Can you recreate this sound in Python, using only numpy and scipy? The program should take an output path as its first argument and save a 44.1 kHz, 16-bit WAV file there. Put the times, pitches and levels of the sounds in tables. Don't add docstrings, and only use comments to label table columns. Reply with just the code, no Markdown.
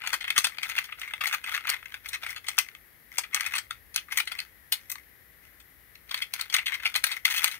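import sys
import numpy as np
from scipy import signal
from scipy.fft import rfft, irfft
from scipy.io import wavfile
from scipy.ndimage import uniform_filter1d

SR = 44100
rng = np.random.default_rng(int(sys.argv[2]) if len(sys.argv) > 2 else 0)


def log_audio(samples):
    frames = np.atleast_2d(samples).T
    limited = np.clip(frames, -1, 1)
    pcm = np.round(limited * 32767).astype(np.int16)
    wavfile.write(sys.argv[1], SR, pcm)


N = 334719

# moment of the main blow in seconds, level of the body ring in dB
# before the room answers, treble against body in dB, rattle length in ms (held to 0.2-12 when used).
KNOCKS = [(0.0406, -28.5, -23, 5.9), (0.063, -28, -12, 2.2), (0.0732, -18.5, -6.5, 1),
          (0.1327, -16, -7.5, 6.2), (0.1442, -24, -9, 2.2), (0.2095, -25, -13.5, 11),
          (0.2425, -23, -17, 1.2), (0.25, -25, -24, 1.2), (0.281, -23, -15, 4.1), (0.3037, -14, -11.5, 1.7),
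          (0.363, -18, -11, 3.7), (0.379, -9.5, -2, 1.9), (0.3866, -19, 2, 2.8), (0.444, -15, -1.2, 3.1),
          (0.4695, -19.5, -7, 1.8), (0.5845, -22.5, -15, 0.67), (0.6311, -18.5, -10, 3.2),
          (0.698, -31, -3, 11), (0.7137, -31, -27, 3.1), (0.766, -28, -8, 3.6), (0.7807, -14, -21, 1.04),
          (0.7864, -16.5, -9, 2), (0.841, -33, -3, 7.8), (0.891, -33.5, -30, 1.8), (0.9228, -26, -23, 2.6),
          (0.9864, -37.5, -28, 0.68), (0.996, -43, 6.5, 2.2), (1.0157, -25.5, -10.5, 1.6),
          (1.0324, -27, -19, 3.2), (1.0768, -28.5, -18, 4.9), (1.108, -30, -19, 4.4),
          (1.1369, -20, -15.5, 1.1), (1.2107, -19.5, -17, 4), (1.238, -18, -11, 0.31),
          (1.2435, -24, -11, 3.7), (1.271, -21, -4.5, 4.5), (1.287, -32, -3, 4), (1.312, -23, -17, 3.5),
          (1.3293, -19.5, -6, 12), (1.339, -17.5, -23, 1.7), (1.3462, -21, -6.5, 0.9),
          (1.3827, -35, -28, 3.5), (1.4416, -26, -10, 2.4), (1.4755, -29.5, -13.5, 5.5),
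          (1.4819, -30, -34, 3.9), (1.4948, -27, -12, 0.88), (1.5435, -18, -9, 5.7),
          (1.5649, -23, -9.5, 1.8), (1.5768, -19.5, -15, 0.66), (1.6529, -24.5, -25, 1.3),
          (1.6787, -23, -12, 1.5), (1.6938, -16.5, -5.5, 5.8), (1.7002, -17.5, 2, 0.57),
          (1.7117, -23, -21, 2.7), (1.828, -33.5, -17, 0.58), (1.8572, -29.5, -13, 1.5),
          (1.921, -35, -12, 1.5), (1.9419, -24, -15, 2.1), (2.0592, -27, -10.5, 2.4),
          (2.0882, -30.5, 1, 2.9), (2.1334, -24, -7.5, 9.9), (2.1422, -25, -12, 2.4),
          (2.1571, -28, -14, 1.2), (2.2324, -26, -11, 4.1), (2.2645, -22.5, -12.5, 1.9),
          (2.305, -31.5, 0.5, 1.5), (2.3648, -28, -10.5, 9.2), (2.468, -33.5, -5, 2.3),
          (2.484, -19, -4, 2.3), (2.49, -24.5, -5, 2.2), (2.57, -41, 2, 1.3), (2.581, -15, -11, 1.2),
          (2.5868, -10, 0.8, 4.2), (2.6868, -30.5, -13, 0.33), (2.7147, -47, -18, 2.1),
          (2.75, -34.5, -11, 0.21), (3.184, -18, 2.5, 2.5), (3.237, -29.5, -15, 3.9),
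          (3.332, -26, -19, 5.8), (3.346, -15.5, 2.5, 1.6), (3.3731, -22.5, -25, 2.2),
          (3.4081, -17.5, -5, 0.67), (3.4482, -39, -18, 0.59), (3.463, -19.5, -6.5, 2.1),
          (3.537, -20, -11, 1.4), (3.5532, -21, -6, 5), (3.5632, -24.5, -9, 4.4),
          (3.5826, -21.5, -2.5, 2.7), (3.7081, -20, -12, 1.5), (3.943, -33.5, 0, 3.1),
          (3.9613, -15.5, 1, 1.1), (3.9756, -23, -16, 6.9), (4.0844, -36, -27, 2.6),
          (4.1231, -22.5, -7, 3.3), (4.1734, -17, 0, 1.6), (4.1799, -15.5, -6, 14),
          (4.202, -16.5, -10.5, 2.9), (4.255, -46, 3, 1.5), (4.2748, -22.5, -13, 2.3),
          (4.3185, -24.5, -8.5, 3.9), (4.388, -22.5, -10.5, 2.1), (4.402, -22.5, -8.5, 0.59),
          (4.724, -15.5, -0.5, 4.4), (4.8985, -30.5, 6, 2), (4.9174, -34, 11, 2.8), (4.9549, -33, -6, 0.93),
          (5.6026, -46.5, 0, 4.6), (5.9541, -40.5, -6, 0.76), (6.093, -40, -8, 1.7),
          (6.112, -23.5, -9.5, 2.3), (6.144, -16.5, -11, 1.5), (6.1745, -30.5, -8, 5),
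          (6.2209, -20.5, -10, 4.1), (6.3375, -20.5, -0.5, 2.7), (6.395, -28.5, -10, 7.7),
          (6.4122, -19.5, -5, 2.8), (6.421, -35, -24, 1.8), (6.4997, -27.5, -9.5, 2.1), (6.527, -25, -4, 3),
          (6.541, -13, -4.5, 2.3), (6.5646, -13.5, -9.5, 1.9), (6.5849, -18, -19, 3.7),
          (6.663, -18, -12.5, 9.1), (6.6817, -21.5, -15, 2.8), (6.7216, -22, -21, 11),
          (6.7423, -26.5, -6, 3.5), (6.799, -30.5, -19, 3), (6.8568, -14.5, -16, 15),
          (6.8655, -28, -5, 1.4), (6.942, -24, -7, 2.3), (6.9529, -14.5, -15, 3.1),
          (6.9602, -14.5, -4, 3.8), (7.0399, -11, -4, 2.6), (7.0671, -23, -3, 5.7),
          (7.1176, -24, -4.5, 6.3), (7.2525, -11.5, -6, 4), (7.307, -22, -4.5, 14), (7.3423, -26, -2, 9.2),
          (7.3654, -23, -0.5, 12), (7.3793, -19.5, -4, 6.3), (7.4431, -8.5, -1.9, 1.6),
          (7.4783, -21, -4, 2), (7.5166, -29.5, -3.5, 6.8)]
# middle pitch in Hz, relative level in dB, time to fall 60 dB in seconds.
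MODES = [(740, -29, 0.012), (950, -9, 0.0056), (1225, -8.5, 0.017), (1572, -0.5, 0.0044),
         (1616, -7.5, 0.0041), (2044, 0.5, 0.0058), (2121, 2, 0.0089), (2490, -2, 0.0071),
         (2538, -3.5, 0.013), (2750, -7.5, 0.0062), (3014, -4.5, 0.0075), (3390, -1.5, 0.0063),
         (3734, -5, 0.0071), (4343, -2.5, 0.0064), (5370, 7, 0.0031), (6505, 1.5, 0.0083),
         (7270, -20, 0.042), (8330, 2.5, 0.0066), (9360, -9.5, 0.021), (10130, 3, 0.0045),
         (12050, -11.5, 0.018), (11570, -7.5, 0.0031), (12500, 3.5, 0.0028), (14400, 7, 0.0034)]
LEAD_MS = 5
ROLL_OFF_HZ = 15750


def from_db(db):
    return 10 ** (np.asarray(db) / 20)


def at_hz(points, hz):
    point_hz, values = np.transpose(points)
    return np.interp(np.log(hz), np.log(point_hz), values)


def joint():
    small_body_hz, bass_left_db = 836, -17.5
    sound = knocks() + grinding(count=6)
    right_lag = 5
    sound[1] = np.roll(sound[1], right_lag)
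    sound[1] = signal.lfilter(*signal.butter(1, 500, "high", fs=SR), sound[1])
    high_pass = signal.butter(5, small_body_hz, "high", fs=SR, output="sos")
    return signal.sosfilt(high_pass, sound) + from_db(bass_left_db) * sound


def knocks():
    s, level_db, treble_db, length_ms = np.transpose(KNOCKS)
    force = rattles(length_ms, count=1100)[:, None]
    centre_hz, cover_db = grip(s, treble_db)
    rings = bodies(treble_db, centre_hz, cover_db, count=600)
    body, treble = [peak_one(signal.fftconvolve(force, ring, axes=2)) for ring in rings]
    bursts = body + from_db(treble_db)[:, None, None] * treble
    bursts *= from_db(level_db)[:, None, None]
    bursts = signal.fftconvolve(bursts, echoes(len(s)), axes=2)
    length = bursts.shape[2]
    out = np.zeros((2, N + length))
    starts = np.round((s - LEAD_MS / 1000) * SR).astype(int)
    for start, burst in zip(starts, bursts):
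        out[:, start:start + length] += burst
    return out[:, :N]


def rattles(length_ms, count):
    t_ms = np.arange(count) / SR * 1000 - LEAD_MS
    length_ms = np.clip(length_ms, 0.2, 12)[:, None]
    swell = np.exp(np.where(t_ms < 0, t_ms / (0.52 * length_ms), -t_ms / (2.07 * length_ms)))
    blow = np.abs(t_ms) == np.abs(t_ms).min()
    ticks = contacts((len(length_ms), count), per_s=3900, spread_db=5.0)
    return ticks * swell + 2.77 * blow


def contacts(shape, per_s, spread_db):
    sizes = from_db(spread_db * np.minimum(rng.exponential(1, shape), 4))
    pushes = sizes * rng.choice([-1, 1], shape)
    hits = pushes * (rng.random(shape) < per_s / SR)
    return hits / np.sqrt(np.mean(hits ** 2))


def bodies(treble_db, centre_hz, cover_db, count):
    # frequency in Hz, left against right in dB.
    nearer_left = [(770, 12), (1100, 9), (1500, 6), (2400, 5), (4400, 6), (8000, 9), (15000, 10.5)]
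    treble_from_hz, pitch_spread_hz, level_spread_db = 4800, 35, 2
    hz, mode_db, t60 = np.transpose(MODES)
    luck = rng.standard_normal((len(treble_db), 4, len(MODES)))
    t = np.arange(count) / SR
    pitch_hz = hz + pitch_spread_hz * luck[:, 0]
    rings = np.sin(2 * np.pi * pitch_hz[:, :, None] * t) * from_db(-60 * t / t60[:, None])

    is_treble = hz > treble_from_hz
    centre_hz = centre_hz[:, None, None]
    softness = np.clip(-treble_db, 0, 30)[:, None, None]
    tilt_db = 25 * np.log2(centre_hz / 2350) * np.log2(np.clip(hz, 1300, 3400) / 2350)
    narrow_db = -0.9 * softness * np.log2(hz / centre_hz) ** 2
    sides_db = at_hz(nearer_left, hz) * [[0.5], [-0.5]] + level_spread_db * luck[:, 2:]
    level_db = mode_db + cover_db + level_spread_db * luck[:, 1:2] + sides_db
    level_db = level_db + (tilt_db + narrow_db) * ~is_treble
    gains = from_db(level_db) * (-1) ** np.arange(len(hz))
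    gains[:, 1] *= np.where(is_treble & (luck[:, 3] > 1), -1, 1)
    return (gains * ~is_treble) @ rings, (gains * is_treble) @ rings


def grip(s, treble_db):
    # moment in seconds, centre of the body ring for a hard knock in Hz,
    # change of the lowest modes in dB, change of the highest modes in dB.
    holds = [(0.1, 2580, -8, -6), (0.7, 2770, 3.5, -2), (1.3, 2400, -2, 3), (2.1, 2480, -4.5, -0.5),
             (2.6, 2540, -3.2, -8), (3.5, 2550, 5, -4), (3.95, 2930, 4, -11), (4.12, 2310, -0.5, -4),
             (4.35, 2950, -1, -3), (4.73, 2900, -7, 6.5), (4.96, 2120, 1, 7), (6.2, 2960, -16, -1.5),
             (6.7, 2750, 2, -2.5), (7.4, 2870, -6, 3)]
    sag_hz_per_db = 23.5
    lowest_to_hz, highest_from_hz = 1400, 11000
    moments, *columns = np.transpose(holds)
    centre_hz, low_db, high_db = [np.interp(s, moments, column) for column in columns]
    hz = np.transpose(MODES)[0]
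    cover_db = low_db[:, None] * (hz < lowest_to_hz) + high_db[:, None] * (hz > highest_from_hz)
    return centre_hz + sag_hz_per_db * np.minimum(treble_db, 0), cover_db[:, None]


def peak_one(x):
    power = uniform_filter1d(np.sum(x ** 2, axis=1), size=66, axis=1)
    return x / np.sqrt(power.max(axis=1))[:, None, None]


def echoes(positions):
    first_db = -32.5
    low_t60_s, treble_t60_s = 0.12, 0.14
    t = np.arange(SR // 7) / SR
    noise = rng.standard_normal((positions, 2, len(t)))
    low = signal.sosfilt(signal.butter(2, 4000, fs=SR, output="sos"), noise)
    tail = low * from_db(-60 * t / low_t60_s)
    tail += 0.71 * (noise - low) * from_db(-60 * t / treble_t60_s)
    tail *= from_db(first_db) * np.clip(t / 0.00087, 0, 1)
    tail[:, :, 0] = 1
    return tail


def grinding(count):
    t = np.arange(N) / SR
    force = effort() * contacts(N, per_s=600, spread_db=4.5)
    s, _, treble_db, _ = np.transpose(KNOCKS)
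    bright = from_db(0.5 * np.interp(t, s, treble_db) - 6)
    spots = rng.integers(0, count, N // 200 + 1).repeat(200)[:N]
    rings = bodies(np.full(count, -11.0), np.full(count, 2200.0), 0, count=600)
    body, treble = [ring / np.std(ring) / np.sqrt(ring.shape[2]) for ring in rings]
    out = 0
    for k in range(count):
        ticks = (force * (spots == k))[None]
        out = out + signal.oaconvolve(ticks, body[k], axes=1)
        out = out + signal.oaconvolve(ticks * bright, treble[k], axes=1)
    return signal.oaconvolve(out, echoes(1)[0], axes=1)[:, :N]


def effort():
    # start in seconds, length in seconds, relative level in dB.
    scrapes = [(-0.004, .13, -40), (0.255, 0.18, -42), (0.504, .1, -46.5), (0.62, .15, -37),
               (0.84, 0.097, -52), (0.978, .1, -44.5), (1.136, .06, -54), (1.238, 0.047, -34),
               (1.37, .06, -55), (1.47, 0.066, -35.5), (1.605, .05, -47), (1.665, 0.077, -33.5),
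               (1.76, .1, -57), (1.89, 0.048, -54), (2.048, 0.056, -44), (2.221, .1, -40), (2.448, .1, -49),
               (3.132, 0.11, -45), (3.348, 0.11, -33.5), (3.525, 0.034, -33.5), (4.118, 0.018, -37),
               (4.316, .11, -46.5), (4.795, 0.22, -60.5), (5.439, 0.027, -57.5), (6.107, 0.12, -42),
               (6.352, 0.077, -38), (6.537, 0.023, -30.5), (6.696, 0.053, -38), (6.836, 0.034, -34.5),
               (6.937, 0.029, -50), (7.061, 0.098, -37.5), (7.273, 0.16, -34), (7.448, 0.018, -29.5),
               (7.519, 0.039, -38)]
    scrape_rise, scrape_fall = 689, 356
    shake_db, shake_rise, shake_fall = -21.5, 1899.5, 321
    t = np.arange(0, N, 64)[:, None] / SR
    start, length, level_db = np.transpose(scrapes)
    slopes_db = scrape_rise * np.maximum(start - t, 0) + scrape_fall * np.maximum(t - start - length, 0)
    scrape = from_db(level_db - slopes_db)
    s, knock_db = np.transpose(KNOCKS)[:2]
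    shake = from_db(knock_db + shake_db - np.where(t < s, shake_rise, shake_fall) * np.abs(t - s))
    power = np.sum(scrape ** 2, axis=1) + np.sum(shake ** 2, axis=1)
    return np.interp(np.arange(N) / SR, t[:, 0], np.sqrt(power))


def pops():
    # moment in seconds, peak on the left in dB.
    pushes = [(0.388, -29), (7.442, -35)]
    t = np.arange(N) / SR
    push = sum(from_db(db) * np.exp(-((t - s) / 0.00046) ** 2) for s, db in pushes)
    return push * from_db([[0], [-8]])


def floor():
    # frequency in Hz, relative density in dB per Hz.
    colour = [(18, -71), (30, -21), (55, -4.5), (144, -14), (214, -18.5), (293, -18.5), (334, -19),
              (445, -19.5), (904, -24.5), (1490, -21), (1930, -15.5), (2580, -24), (7740, -35),
              (12100, -21.5), (15700, -26.5)]
    # frequency in Hz, left against right in dB.
    balance = [(60, 4), (300, 2.5), (1100, 4.5), (1500, 10), (1950, 18.5), (2600, 3), (4000, 2.5),
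               (8000, 3.5), (15000, 12.5)]
    # frequency in Hz, likeness of the two channels from 0 to 1.
    likeness = [(50, 0.8), (130, 0.18), (300, 0.2), (1400, 0), (4000, 0.05)]
    # moment in seconds, change of level in dB.
    swells = [(0, -3.5), (1.9, -0.5), (2.2, 3), (2.6, -3.5), (3.4, -2), (3.7, 5), (4.1, -0.5), (7.59, -1)]
    level_db, rumble_to_hz = -58, 120
    hz = np.maximum(np.fft.rfftfreq(N, 1 / SR), 1)
    mid, side = rfft(rng.standard_normal((2, N)))
    alike = np.clip(at_hz(likeness, hz), 0, 1)
    pair = np.sqrt(1 + alike) * mid + np.sqrt(1 - alike) * side * [[1], [-1]]
    pair *= from_db(at_hz(colour, hz) + at_hz(balance, hz) * [[0.5], [-0.5]])
    pair *= hz < ROLL_OFF_HZ
    rumble = irfft(pair * (hz < rumble_to_hz), N)
    hiss = irfft(pair * (hz >= rumble_to_hz), N)
    swell_db = np.interp(np.arange(N) / SR, *np.transpose(swells))
    noise = hiss + rumble * from_db(swell_db)
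    return from_db(level_db) * noise / np.std(noise.mean(axis=0))


def scene():
    return joint() + pops() + floor()


def record(dry):
    cutoff_hz = 16950
    clipped = np.clip(dry, -1, 1)
    dull = signal.sosfilt(signal.ellip(4, 1, 9, ROLL_OFF_HZ, fs=SR, output="sos"), clipped)
    return signal.sosfilt(signal.cheby2(10, 50, cutoff_hz, fs=SR, output="sos"), dull)


dry = scene()
out = record(dry)
log_audio(out)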